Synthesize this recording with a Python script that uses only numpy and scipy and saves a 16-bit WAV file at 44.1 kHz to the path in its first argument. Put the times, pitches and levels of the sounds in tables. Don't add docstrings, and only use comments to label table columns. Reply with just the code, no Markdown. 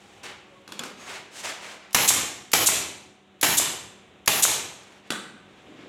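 import sys
import numpy as np
from scipy import signal
from scipy.fft import rfft, irfft
from scipy.io import wavfile
from scipy.ndimage import uniform_filter1d, minimum_filter1d

SR = 44100
rng = np.random.default_rng(int(sys.argv[2]) if len(sys.argv) > 2 else 0)


def transcribe(signal):
    frames = np.atleast_2d(signal).T
    limited = np.clip(frames, -1, 1)
    pcm = np.round(limited * 32767).astype(np.int16)
    wavfile.write(sys.argv[1], SR, pcm)


N = 259308

# (piston blow [s], trigger held [s], valve tick [dB], blow [dB], exhaust [dB])
SHOTS = [(1.9452, .1300, -28.5, -6, -4), (2.5322, .1265, -26, -5.5, -6), (3.4278, .1412, -21, -7, -8),
         (4.2753, .1467, -29, -7.5, -5)]
# (frequency [Hz], relative density [dB per Hz])
BLOW_SPECTRUM = [(44, -32.5), (75, -7.5), (240, -8.5), (286, -4), (409, -4.5), (572, -7.5), (800, -3),
                 (1340, -5), (2730, -2.5), (4780, -7), (7300, -3.5), (9130, -12.5), (11400, -5.5),
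                 (15600, -22)]
# (frequency [Hz], relative density [dB per Hz])
EXHAUST_SPECTRUM = [(350, -36), (600, -19.5), (1120, -13), (1960, -14), (3680, 0), (5030, -6), (6700, 5),
                    (7370, 6), (9420, -1.5), (10600, 0), (12200, -5), (14300, -7.5), (15800, -25.5)]
# (frequency [Hz], width [Hz], relative level [dB])
LEAK_RESONANCES = [(11300, 1900, 9.5), (6836, 400, 9), (13500, 480, -19.5)]
# (delay [s], swell [s], steady [s], fade [s], share [1])
JET = (.007, .008, .003, .003, .55)
# (swell [s], steady [s], fade [s])
VENTING = (.003, .015, .016)
VALVE_LEAD_S = .016
LEAK_DB, REBOUND_DB, REBOUND_AFTER_S = -19.5, -9, 0.015
THUD_DB, THUD_AFTER_S = -9.5, .028
BLOW_ECHO_DB, PUFF_ECHO_DB = -20, -24


def staple_gun(room):
    blow, puff, white = coloured(BLOW_SPECTRUM), coloured(EXHAUST_SPECTRUM), rng.standard_normal(N)
    crackle = from_db(4.4 * drift(1500))
    leak = rms_one(sum(from_db(db) * resonance(white, hz, width) for hz, width, db in LEAK_RESONANCES))
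    valve = coloured(BLOW_SPECTRUM, tilt_db=4.0)
    thud = rms_one(resonance(rng.standard_normal(N), 800, 1200))
    jet_delay, *jet_times, jet_share = JET
    out = np.zeros(N)
    for hit, held, trigger_db, blow_db, vent_db in SHOTS:
        trigger, vent = hit - VALVE_LEAD_S, hit + held
        back = vent + THUD_AFTER_S
        tick = swell(trigger, .0015, .001, .003)
        tick += .35 * swell(trigger, .002, hit - trigger, .002)
        out += from_db(trigger_db) * valve * tick

        out += from_db(blow_db) * blow * crackle * swell(hit, .002, .005, .0025)
        out += echo_of_hit(hit, blow_db + BLOW_ECHO_DB, BLOW_SPECTRUM, room)
        out += from_db(blow_db + REBOUND_DB) * thud * swell(hit + REBOUND_AFTER_S, .001, .003, .003)
        out += from_db(blow_db + LEAK_DB) * leak * swell(hit, 0.0056, vent - hit, 0.0045)

        jet = jet_share * swell(vent + jet_delay, *jet_times)
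        rush = (1 - jet_share) * swell(vent, *VENTING)
        out += from_db(vent_db) * puff * (jet + rush)
        out += echo_of_hit(vent + .008, vent_db + PUFF_ECHO_DB, EXHAUST_SPECTRUM, room)
        out += from_db(vent_db + THUD_DB) * thud * swell(back, .001, .002, .002)
        out += echo_of_hit(back, vent_db + THUD_DB + BLOW_ECHO_DB, BLOW_SPECTRUM, room)
    return out


# (time [s], click level [dB], body ring against the click [dB],
# echoes against the click [dB], pitch that the blow favours [Hz])
KNOCKS = [(0.677, -32, -8.5, -25.5, 600), (0.7213, -24, -11, -30.5, 3400), (0.7927, -19, -9.5, -30.5, 5965),
          (0.8355, -20.5, -16, -36, 1500), (1.908, -40, -20, -26.5, 7000), (3.395, -55.5, -13, -31.5, 7060),
          (4.833, -43, -12.5, -34.5, 7000), (4.924, -48, -9, -28.5, 7000),
          (5.073, -46.5, -11.5, -31.5, 5400), (5.104, -10.5, -8, -32, 499.5),
          (5.121, -19, -10, -34.5, 3400)]
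# (frequency [Hz], relative level [dB], t60 [s])
GUN_BODY_MODES = [(225, -6.5, 0.073), (1500, 3.5, 0.05), (3407, 1, 0.045), (5400, -25, 0.015),
                  (7088, 4.5, 0.019)]
# (frequency [Hz], relative density [dB per Hz])
SHELF_SPECTRUM = [(35, -59.5), (60, -38.5), (222, 3), (715, -7), (1470, -4.5), (1860, -12), (2650, -7),
                  (6900, -16), (12400, -26), (16000, -45.5)]
# (frequency [Hz], relative density [dB per Hz])
FLOOR_SPECTRUM = [(59, -50), (100, -19), (220, -1.5), (387, -8), (554, -12.5), (900, -13), (1200, -6),
                  (1450, -1.5), (1750, -8.5), (2430, -12.5), (3480, -8), (5540, -20.5), (8100, -12.5),
                  (15600, -37.5)]
FLOOR_FROM_S = 5
FAVOUR_DB_PER_OCTAVE = 6


def knocks(room):
    crack, out = coloured(SHELF_SPECTRUM, tilt_db=2.0), np.zeros(N)
    for s, db, ring_db, echo_db, pitch_hz in KNOCKS:
        surface = SHELF_SPECTRUM if s < FLOOR_FROM_S else FLOOR_SPECTRUM
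        out += from_db(db - 9.0) * crack * swell(s, .0004, 0.0017, 0.0036)
        out += echo_of_hit(s, db + echo_db, surface, room)

    times, click_db, ring_db, _, pitch_hz = np.array(KNOCKS).T
    at = np.round(times * SR).astype(int)
    for hz, level_db, t60 in GUN_BODY_MODES:
        chance_db = rng.normal(0, 2.66, len(at))
        off_pitch_db = FAVOUR_DB_PER_OCTAVE * np.abs(np.log2(hz / pitch_hz))
        clicks = np.full(N, 1e-18)
        clicks[at] = from_db(click_db + ring_db + level_db + chance_db - off_pitch_db)
        r, w = from_db(-60 / (t60 * SR)), 2 * np.pi * hz / SR
        out += signal.lfilter([0, np.sin(w)], [1, -2 * r * np.cos(w), r * r], clicks)
    return out


# (start [s], swell [s], steady [s], level [dB], brightness [dB])
SCUFFS = [(0.0, 0.0033, 0.179, -57, 3), (0.23, 0.0065, 0.0097, -38.5, 3.5), (.25, 0.0095, 0.011, -42, -8),
          (.45, .05, 0.24, -70, 5), (0.841, 0.0059, 0.0082, -41, 7), (0.95, .08, .03, -46.5, 1.5),
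          (1.055, 0.046, 0.06, -37, -0.5), (1.305, 0.0667, .035, -43.5, 9),
          (1.428, 0.0254, 0.0467, -32.5, 4.5), (1.6, 0.0282, 0.0973, -41, 0),
          (1.8, .04, 0.099, -54.5, -10.5), (4.76, .05, 0.17, -55.5, -3), (5.035, .03, .02, -54, -7),
          (5.45, .05, 0.336, -59, -5), (5.752, .012, .1, -57, -36)]
# (frequency [Hz], relative density [dB per Hz])
SCUFF_SPECTRUM = [(59, -41), (100, -4), (197, -8), (234, -3), (558, 4), (1870, 3.5), (2170, 5), (4870, -4),
                  (7450, -4.5), (12400, -20.5), (16000, -31)]
STROKE_FADE_S, HISS_FADE_S = 0.0527, 0.032


def scuffs():
    grain = from_db(0.6 * drift(300) + 1.3 * drift(40))
    low_pass, high_pass = (signal.butter(2, 4500, kind, fs=SR, output="sos") for kind in ("low", "high"))
    low = signal.sosfilt(low_pass, coloured(SCUFF_SPECTRUM))
    high = signal.sosfilt(high_pass, coloured(SCUFF_SPECTRUM))
    body, hiss = np.zeros(N), np.zeros(N)
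    for s, rise, hold, db, bright_db in SCUFFS:
        body += from_db(db) * swell(s, rise, hold, STROKE_FADE_S)
        hiss += from_db(db + bright_db) * swell(s, rise, hold, HISS_FADE_S)
    return grain * (body * low + hiss * high)


# (start [s], steady [s], level [dB], frequency [Hz], width [Hz])
TONES = [(0.0, 0.3, -60.5, 806.4, 40), (.44, 0.126, -64, 1105, 24.1), (.44, 0.173, -60, 554.3, 25),
         (.975, 0.058, -53.5, 6560, 59.5)]
# (start [s], swell [s], steady [s], fade [s], level [dB])
RUMBLE = (5.6, .13, .13, .1, -51)
TONE_SWELL_S, TONE_FADE_S = 0.0366, .04


def small_sounds():
    white, out = rng.standard_normal(N), np.zeros(N)
    for s, hold, db, hz, width in TONES:
        tone = rms_one(resonance(resonance(white, hz, width), hz, width))
        out += from_db(db) * swell(s, TONE_SWELL_S, hold, TONE_FADE_S) * tone
    *rumble_times, rumble_db = RUMBLE
    rumble = rms_one(resonance(resonance(rng.standard_normal(N), 216, 300), 226, 300))
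    return out + from_db(rumble_db + 1.7 * drift(40)) * swell(*rumble_times) * rumble


# (frequency [Hz], relative density [dB per Hz])
AIR_SPECTRUM = [(20, -23), (50, -7), (84, -5.5), (200, -8), (400, -6), (800, -11.5), (1500, -15.5),
                (2600, -14.5), (3700, -16.5), (4600, -34), (7200, -29.5), (9500, -40.5), (16000, -52.5)]
# (frequency [Hz], peak level [dB])
HUM = [(199.5, -60), (301, -65.5), (371.4, -61.5), (743, -65.5)]
AIR_DB = -54.5


def background():
    t = np.arange(N) / SR
    out = from_db(AIR_DB + 1.6 * drift(3.87)) * coloured(AIR_SPECTRUM)
    for hz, db in HUM:
        out += from_db(db + 1.5 * drift(9)) * np.sin(2 * np.pi * hz * t + 1.1 * drift(9))
    return out


# (frequency [Hz], t60 [s])
ROOM_T60 = [(60, 1.0), (200, 1.0), (500, 0.861), (1200, 0.7527), (3000, 0.7014), (7500, 0.5514),
            (15000, 0.32)]
EDGES_HZ = 25 * 2 ** np.arange(0, 9.6, .5)


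def room_bands():
    t, bands = np.arange(SR) / SR, []
    for low, high in zip(EDGES_HZ, EDGES_HZ[1:]):
        decay = np.exp(-np.log(1000) * t / at_hz(ROOM_T60, np.sqrt(low * high)))
        bands.append((signal.butter(2, [low, high], "band", fs=SR, output="sos"), decay))
    return bands


def room_echoes(bands):
    t = np.arange(SR) / SR
    white = rng.standard_normal((2, SR))
    echoes = sum(signal.sosfilt(band, white[k % 2]) * decay for k, (band, decay) in enumerate(bands))
    echoes = echoes * from_db(1.8 * drift(250, size=SR) * np.exp(-t / 0.092))
    return rms_one(echoes * np.clip((t - .006) / 0.0034, 0, 1)) / np.sqrt(SR)


def echo_of_hit(s, db, spectrum, room):
    tail, out, at = shaped(room_echoes(room), spectrum), np.zeros(N + SR), round(s * SR)
    ripple = np.interp(np.arange(SR // 2 + 1), np.arange(0, SR, 90), rng.standard_normal(SR // 90))
    tail = irfft(rfft(tail) * from_db(2.5 * ripple), SR)
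    fades = np.interp(np.arange(SR), [0, 300, SR - 4000, SR - 2000], [0, 1, 1, 0])
    out[at:at + SR] = from_db(db) * rms_one(tail) * fades
    return out[:N]


def workshop(x, room):
    return signal.fftconvolve(x, room_echoes(room))[:N]


def from_db(db):
    return 10 ** (np.asarray(db) / 20)


def rms_one(x):
    return x / np.sqrt(np.mean(x ** 2) + 1e-20)


def at_hz(points, hz):
    table_hz, value = np.array(points).T
    return np.interp(np.log(hz), np.log(table_hz), value)


def shaped(x, spectrum, tilt_db=0):
    hz = np.maximum(np.arange(len(x) // 2 + 1) * SR / len(x), 10)
    gain = from_db(at_hz(spectrum, hz) + tilt_db * np.log2(hz / 3000))
    return irfft(rfft(x) * gain, len(x))


def coloured(spectrum, tilt_db=0):
    return rms_one(shaped(rng.standard_normal(N), spectrum, tilt_db))


def resonance(x, hz, width):
    r = np.exp(-np.pi * width / SR)
    peak_one = np.array([1, 0, -1]) * (1 - r * r) / 2
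    return signal.lfilter(peak_one, [1, -2 * r * np.cos(2 * np.pi * hz / SR), r * r], x)


def swell(start_s, rise_s, hold_s, fall_s):
    out, first = np.zeros(N), int(np.clip(start_s * SR, 0, N))
    last = min(N, first + int((rise_s + hold_s + 12 * fall_s) * SR))
    t = np.arange(first, last) / SR - start_s
    decay = np.exp(-np.maximum(t - rise_s - hold_s, 0) / fall_s)
    out[first:last] = np.clip(t / rise_s, 0, 1) * decay
    return out


def drift(rate, size=N):
    knots = np.arange(0, size + SR, SR / rate)
    return np.interp(np.arange(size), knots, rng.standard_normal(len(knots)))


SOFT_ROOM_DB = -8.5


def scene():
    room = room_bands()
    soft = scuffs() + small_sounds()
    soft_echoes = from_db(SOFT_ROOM_DB) * workshop(soft, room)
    return (staple_gun(room) + knocks(room) + soft + soft_echoes + background())[None]


def roll_off(x):
    return signal.sosfilt(signal.butter(12, 16820, fs=SR, output="sos"), x)


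LIMIT_DB, SQUEEZE = -22, .34
RELEASE_DB_S, AHEAD_S, GLIDE_S = 177.5, .015, .007


def record(dry):
    dry = signal.sosfilt(signal.butter(2, 70, "high", fs=SR, output="sos"), dry)
    level_db = 10 * np.log10(uniform_filter1d(dry[0] ** 2, round(.006 * SR)) + 1e-12)
    fall = RELEASE_DB_S * np.arange(N) / SR
    held_db = np.maximum.accumulate(level_db + fall) - fall
    cut_db = -SQUEEZE * np.maximum(held_db - LIMIT_DB, 0)
    ahead = round(AHEAD_S * SR)
    cut_db = minimum_filter1d(cut_db, ahead, origin=-(ahead // 2))
    cut_db = uniform_filter1d(cut_db, round(GLIDE_S * SR))
    mix = 0.7704 * np.tanh(dry * from_db(cut_db) / 0.8733)
    return roll_off(mix)


dry = scene()
out = record(dry)
transcribe(out)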